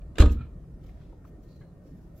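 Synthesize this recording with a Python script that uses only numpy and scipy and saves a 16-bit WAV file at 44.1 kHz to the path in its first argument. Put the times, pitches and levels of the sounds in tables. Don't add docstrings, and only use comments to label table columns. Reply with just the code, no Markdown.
import sys
import numpy as np
from scipy import signal
from scipy.fft import rfft, irfft, next_fast_len
from scipy.io import wavfile
from scipy.ndimage import uniform_filter1d, map_coordinates

SR = 44100
rng = np.random.default_rng(int(sys.argv[2]) if len(sys.argv) > 2 else 0)


def store_pcm(level_fs):
    pcm = np.round(np.clip(level_fs, -1, 1) * 32767).astype(np.int16)
    wavfile.write(sys.argv[1], SR, np.atleast_2d(pcm).T)


N = 97020


def amp(db):
    return 10 ** (np.asarray(db) / 20)


def unit(x):
    return x / np.sqrt(np.mean(x ** 2) + 1e-20)


def along(points, hz):
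    f, v = np.transpose(points)
    return np.interp(np.log(hz + 1), np.log(f + 1), v)


def since(start_s):
    return np.maximum(np.arange(N) / SR - start_s, 0)


def octaves(hz, centre_hz):
    return np.log2((hz + 20) / centre_hz)


def bump(hz, centre_hz, width_oct):
    return -20 * np.log10(1 + (octaves(hz, centre_hz) / width_oct) ** 2)


RIPPLE_DB, RIPPLE_SPACING_HZ = 3.5, 129.9


def ripple(hz):
    return map_coordinates(rng.standard_normal(1024), [hz / RIPPLE_SPACING_HZ], mode="wrap")


def wobble(rate):
    knots = rng.standard_normal(int(N * rate / SR) + 4)
    return map_coordinates(knots, [np.arange(N) * rate / SR])


def filtered(x, response):
    m = next_fast_len(N + SR // 2)
    gain = response(np.fft.rfftfreq(m, 1 / SR))
    return irfft(rfft(x, m) * gain, m)[..., :N]


def half_angle(alike, hz):
    return np.arccos(np.clip(along(alike, hz), -1, 1)) / 2


def noise(colour, alike):
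    def mid_side_gain(hz):
        angle = half_angle(alike, hz)
        return amp(colour(hz)) * [np.cos(angle), np.sin(angle)]

    mid, side = filtered(rng.standard_normal((2, N)), mid_side_gain)
    return unit(np.array([mid + side, mid - side]))


def patchy(x, depth_db):
    z = signal.stft(x, nperseg=1024)[2]
    field = rng.standard_normal(z.shape[1:])
    field = uniform_filter1d(field, size=3, axis=0)
    field = uniform_filter1d(field, size=9, axis=1)
    return unit(signal.istft(z * amp(depth_db * unit(field)), nperseg=1024)[1][:, :N])


def strike(start_s, attack_s, t60_s):
    t = since(start_s)
    return (1 - np.exp(-t / attack_s)) * amp(-60 * t / t60_s)


MODE_SCATTER_DB = 1.5
# pitch_hz, coherence
STRUCK_ALIKE = [(100, .99), (300, .97), (600, .72), (1400, .74), (3100, .68), (6800, 0), (15000, .1)]


def ring(modes, start_s, attack_s):
    out = np.zeros((2, N + SR))
    t = np.arange(SR * 3 // 4) / SR
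    chances = rng.standard_normal((len(modes), 2))
    for (pitch_hz, level_db, t60_s), (phase, size) in zip(modes, chances):
        apart = half_angle(STRUCK_ALIKE, pitch_hz) * np.sign(phase) * np.array([[1], [-1]])
        fall = amp(level_db + MODE_SCATTER_DB * size - 60 * t / t60_s)
        tone = np.sin(2 * np.pi * (pitch_hz * t + phase) + apart)
        out[:, round(start_s * SR):][:, :len(t)] += fall * tone
    return out[:, :N] * (1 - np.exp(-since(start_s) / attack_s))


# pitch_hz, coherence
AIR_ALIKE = [(60, .97), (290, .96), (640, .7), (1400, .35), (3100, .35), (6800, 0), (15000, 0)]
# pitch_hz, relative level_db per Hz
TRAFFIC_COLOUR = [(15, -30), (40, -20.5), (80, -5), (113, -5.5), (165, -2.5), (210, -9.5), (290, -9.5),
                  (450, -17.5), (614, -19.5), (826, -31), (1300, -34), (2300, -45.5), (3200, -50),
                  (8000, -52), (15500, -56.5)]
# time_s, level_db
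RUMBLE_LEVEL = [(0, -43.5), (0.601, -44.5), (.78, -48), (0.901, -41.5), (1.05, -45.5), (1.2, -49.5),
                (1.281, -54), (1.499, -51), (1.75, -53.5), (1.999, -49), (2.2, -57)]
# pitch_hz, relative level_db per Hz
RUMBLE_COLOUR = [(15, -18), (28, -3.5), (48, 3.5), (75, -5), (110, -17.5), (220, -38.5), (600, -90)]
# pitch_hz, level_db
HUM = [(172, -58), (1835, -82)]
TRAFFIC_DB, SWAY_DB, WASH_PATCHY_DB, HUM_WAVER_DB = -49.5, 0.5, 2.5, 3.5


def traffic():
    sway = amp(TRAFFIC_DB + SWAY_DB * wobble(6.19))
    wash = sway * patchy(noise(lambda hz: along(TRAFFIC_COLOUR, hz), AIR_ALIKE), WASH_PATCHY_DB)
    rumble_gain = amp(np.interp(since(0), *np.transpose(RUMBLE_LEVEL)))
    rumble = rumble_gain * noise(lambda hz: along(RUMBLE_COLOUR, hz), AIR_ALIKE)
    hum = 0
    for pitch_hz, level_db in HUM:
        waver = amp(level_db + HUM_WAVER_DB * wobble(17))
        hum = hum + waver * np.sin(2 * np.pi * pitch_hz * since(0) + wobble(25))
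    return wash + rumble + hum


# start_s, level_db, pitch_hz, t60_s
KNOCKS = [(0.016, -62, 2650, 0.035), (.641, -64, 1190, 0.046), (0.889, -62, 2260, 0.075),
          (0.972, -62, 1700, 0.046), (1.011, -64.5, 1300, .06), (1.055, -68, 1110, 0.07),
          (1.125, -57.5, 870, 0.095), (1.242, -58.5, 1610, 0.034), (1.2493, -51, 1020, .05),
          (1.61, -61, 1530, 0.17), (1.771, -65.5, 1190, 0.024), (1.853, -70, 1300, .04),
          (2.017, -71, 1800, 0.027)]
KNOCK_WIDTH_OCT, KNOCK_ATTACK_S = 0.29, 0.00098


def knocks():
    out = np.zeros((2, N))
    for start_s, level_db, pitch_hz, t60_s in KNOCKS:
        knock = noise(lambda hz: bump(hz, pitch_hz, KNOCK_WIDTH_OCT) + RIPPLE_DB * ripple(hz), STRUCK_ALIKE)
        out += amp(level_db) * strike(start_s, KNOCK_ATTACK_S, t60_s) * knock
    return out


# pitch_hz, t60_s
LOT_DECAY = [(100, 0.58), (400, .3), (1500, .45), (4000, 0.38), (12000, 0.28)]
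LOT_DB = -13.5


def lot(x):
    hz, t, z = signal.stft(rng.standard_normal((2, SR * 3 // 4)), SR, nperseg=256)
    fall = amp(-60 * t / along(LOT_DECAY, hz)[:, None])
    tail = signal.istft(z * fall, SR, nperseg=256)[1]
    wet = signal.fftconvolve(x, tail / np.linalg.norm(tail[0]), axes=1)[:, :N]
    blend = filtered(wet[::-1] - wet, lambda hz: np.clip(along(AIR_ALIKE, hz), 0, 1) / 2)
    return amp(LOT_DB) * (wet + blend)


# start_s, level_db, tilt_db per octave, t60_s, pitch_hz
CONTACTS = [(0.1552, -45.5, -1, .05, 2700), (.1685, -50, 0, 0.16, 3500), (.1828, -20, -0.5, 0.042, 3450),
            (.1965, -28, 2, .07, 470), (0.2022, -23.5, 1, .09, 4050), (0.2211, -19, -.5, .03, 1120),
            (0.2294, -32, -2.5, .11, 1500), (0.256, -30.5, 0, .04, 1200), (.294, -47, 0, 0.09, 2600)]
# pitch_hz, relative level_db per Hz
CLACK_COLOUR = [(120, -25), (300, 5.5), (470, 9), (700, -5), (870, -14), (1100, -1.5), (1600, -1.5),
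                (2000, -11), (2500, -5), (3200, -7), (4100, -11.5), (4600, -12.5), (5700, -20), (6400, -16),
                (7400, -15.5), (9500, -28), (12000, -28), (15500, -36.5)]
# pitch_hz, level_db, t60_s
STEEL = [(954, -3.5, .15), (1091, 1.5, 0.14), (1253, -3, 0.22), (1380, -6, 0.12), (1541, -3.5, .14),
         (1630, -2, .12), (2390, -8.5, .07), (2956, -8, .07), (3534, -3.5, .1), (3890, -6, .07),
         (4210, -9.5, 0.13), (6320, -11.5, .07), (7240, -13, 0.11)]
STEEL_DB, CONTACT_ATTACK_S = -18, 0.00077
CONTACT_PEAK_DB, CONTACT_PEAK_OCT = 8.5, .1
CRUNCH_DB, CRUNCH_PER_S = 2.5, 700


def latch():
    out = np.zeros((2, N))
    for start_s, level_db, tilt_db, t60_s, pitch_hz in CONTACTS:
        def colour(hz):
            tilted = along(CLACK_COLOUR, hz) + tilt_db * octaves(hz, 2000)
            peak = CONTACT_PEAK_DB * amp(bump(hz, pitch_hz, CONTACT_PEAK_OCT))
            return tilted + RIPPLE_DB * ripple(hz) + peak

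        clack = noise(colour, STRUCK_ALIKE) * unit(amp(CRUNCH_DB * wobble(CRUNCH_PER_S)))
        clack = clack * strike(start_s, CONTACT_ATTACK_S, t60_s)
        steel = amp(STEEL_DB) * ring(STEEL, start_s, CONTACT_ATTACK_S)
        out += amp(level_db) * (clack + steel)
    return out


# pitch_hz, level_db, t60_s
PANELS = [(163.7, 0.5, 0.39), (221.6, -2.5, 0.49), (243.7, -2.5, 0.43), (292, 2.5, .32), (318, -6, 0.2),
          (374, -8.5, 0.21), (430.5, -5, 0.19), (477.6, -1.5, 0.26), (514.2, -2, 0.2), (584, -5, .2),
          (670, -15.5, 0.18), (782, -10, .13)]
# start_s, level_db
SHAKES = [(0.1852, -36), (0.1963, -29), (0.2214, -28), (0.2304, -33.5)]
PANEL_ATTACK_S = 0.0028
RATTLE_S, RATTLE_DB, RATTLE_HZ, RATTLE_WIDTH_OCT = .186, -21.5, 330, 1
RATTLE_ATTACK_S, RATTLE_T60_S = 0.018, 0.33


def panels():
    rattle = noise(lambda hz: bump(hz, RATTLE_HZ, RATTLE_WIDTH_OCT) * 2, STRUCK_ALIKE)
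    rattle = rattle * strike(RATTLE_S, RATTLE_ATTACK_S, RATTLE_T60_S)
    shaken = sum(amp(level_db) * ring(PANELS, start_s, PANEL_ATTACK_S) for start_s, level_db in SHAKES)
    return amp(RATTLE_DB) * rattle + shaken


# pitch_hz, level_db, t60_s
CABIN = [(29, -12, 0.42), (43.5, -8.5, 0.2), (56.4, -6, .4), (66.4, -23.5, 0.38), (73.2, -10, 0.54),
         (97.5, -15, .35)]
SEAL_S, SEAL_ATTACK_S = .2006, 0.0064
PUSH_HZ, PUSH_DB, PUSH_S = 60, -11, .024
CABIN_PAN_DB = -.3


def cabin():
    t = since(SEAL_S)
    swell = np.sin(np.pi * np.minimum(t / PUSH_S, 1))
    boom = amp(PUSH_DB) * np.sin(2 * np.pi * PUSH_HZ * t) * swell
    for pitch_hz, level_db, t60_s in CABIN:
        boom += amp(level_db) * np.sin(2 * np.pi * pitch_hz * t) * strike(SEAL_S, SEAL_ATTACK_S, t60_s)
    return boom * amp([[CABIN_PAN_DB], [-CABIN_PAN_DB]])


# centre_s, spread_s (bell curve), level_db, pitch_hz, width_oct
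RUSTLES = [(0.324, 0.01, -55.5, 7500, 0.75), (0.329, .018, -63, 6000, 2.2), (0.869, 0.039, -69, 3950, 1.8),
           (1.02, 0.096, -75, 2570, 1.05), (1.276, .014, -69.5, 9000, 2.5), (1.44, .02, -76, 8040, 1.7),
           (1.52, .026, -72.5, 4400, 0.11), (1.59, 0.072, -77, 4200, 0.063), (1.525, .07, -76.5, 5500, 1.1),
           (1.88, 0.037, -76, 5930, 1.1), (1.993, 0.13, -79.5, 8050, 2), (2.192, 0.024, -63.5, 14100, 1.4)]
# pitch_hz, relative level_db per Hz
CLOTH_COLOUR = [(500, -15), (2000, 10.5), (4400, 3), (7000, 3), (9000, -10.5), (12500, 5), (15500, 1.5)]
RUSTLE_GRAIN_DB = 2


def rustle():
    swells = np.zeros((2, N))
    for centre_s, spread_s, level_db, pitch_hz, width_oct in RUSTLES:
        def colour(hz):
            return along(CLOTH_COLOUR, hz) + bump(hz, pitch_hz, width_oct) + RIPPLE_DB * ripple(hz)

        swell = np.exp(-.5 * ((since(0) - centre_s) / spread_s) ** 2)
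        swells += amp(level_db) * swell * noise(colour, AIR_ALIKE)
    return swells * unit(amp(RUSTLE_GRAIN_DB * wobble(150)))


# start_s, level_db, attack_s, t60_s
FAR_CONTACTS = [(0.369, -51, 0.0097, 0.31), (0.39, -48.5, 0.0014, .12), (0.408, -46, 0.0011, 0.26)]
# pitch_hz, relative level_db per Hz
FAR_COLOUR = [(40, -6), (115, 24), (200, 12), (500, 2.5), (900, -5.5), (1350, 0), (1900, -7), (2450, -7.5),
              (4100, -11), (5200, -30), (15000, -43)]
# pitch_hz, level_db, t60_s
FAR_RING = [(110.7, 15, 0.2), (1307, -1, 0.066), (1360, -1.5, 0.099), (2430, -10, 0.091)]


def far_door():
    out = np.zeros((2, N))
    for start_s, level_db, attack_s, t60_s in FAR_CONTACTS:
        clunk = noise(lambda hz: along(FAR_COLOUR, hz) + RIPPLE_DB * ripple(hz), STRUCK_ALIKE)
        clunk = clunk * strike(start_s, attack_s, t60_s)
        out += amp(level_db) * (clunk + ring(FAR_RING, start_s, attack_s))
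    return out


def scene():
    struck = knocks() + latch() + panels() + far_door()
    return traffic() + struck + lot(struck) + cabin() + rustle()


TOP_HZ = 15800


def record(dry):
    return filtered(dry, lambda hz: 1 / np.sqrt(1 + (hz / TOP_HZ) ** 160))


dry = scene()
out = record(dry)
store_pcm(out)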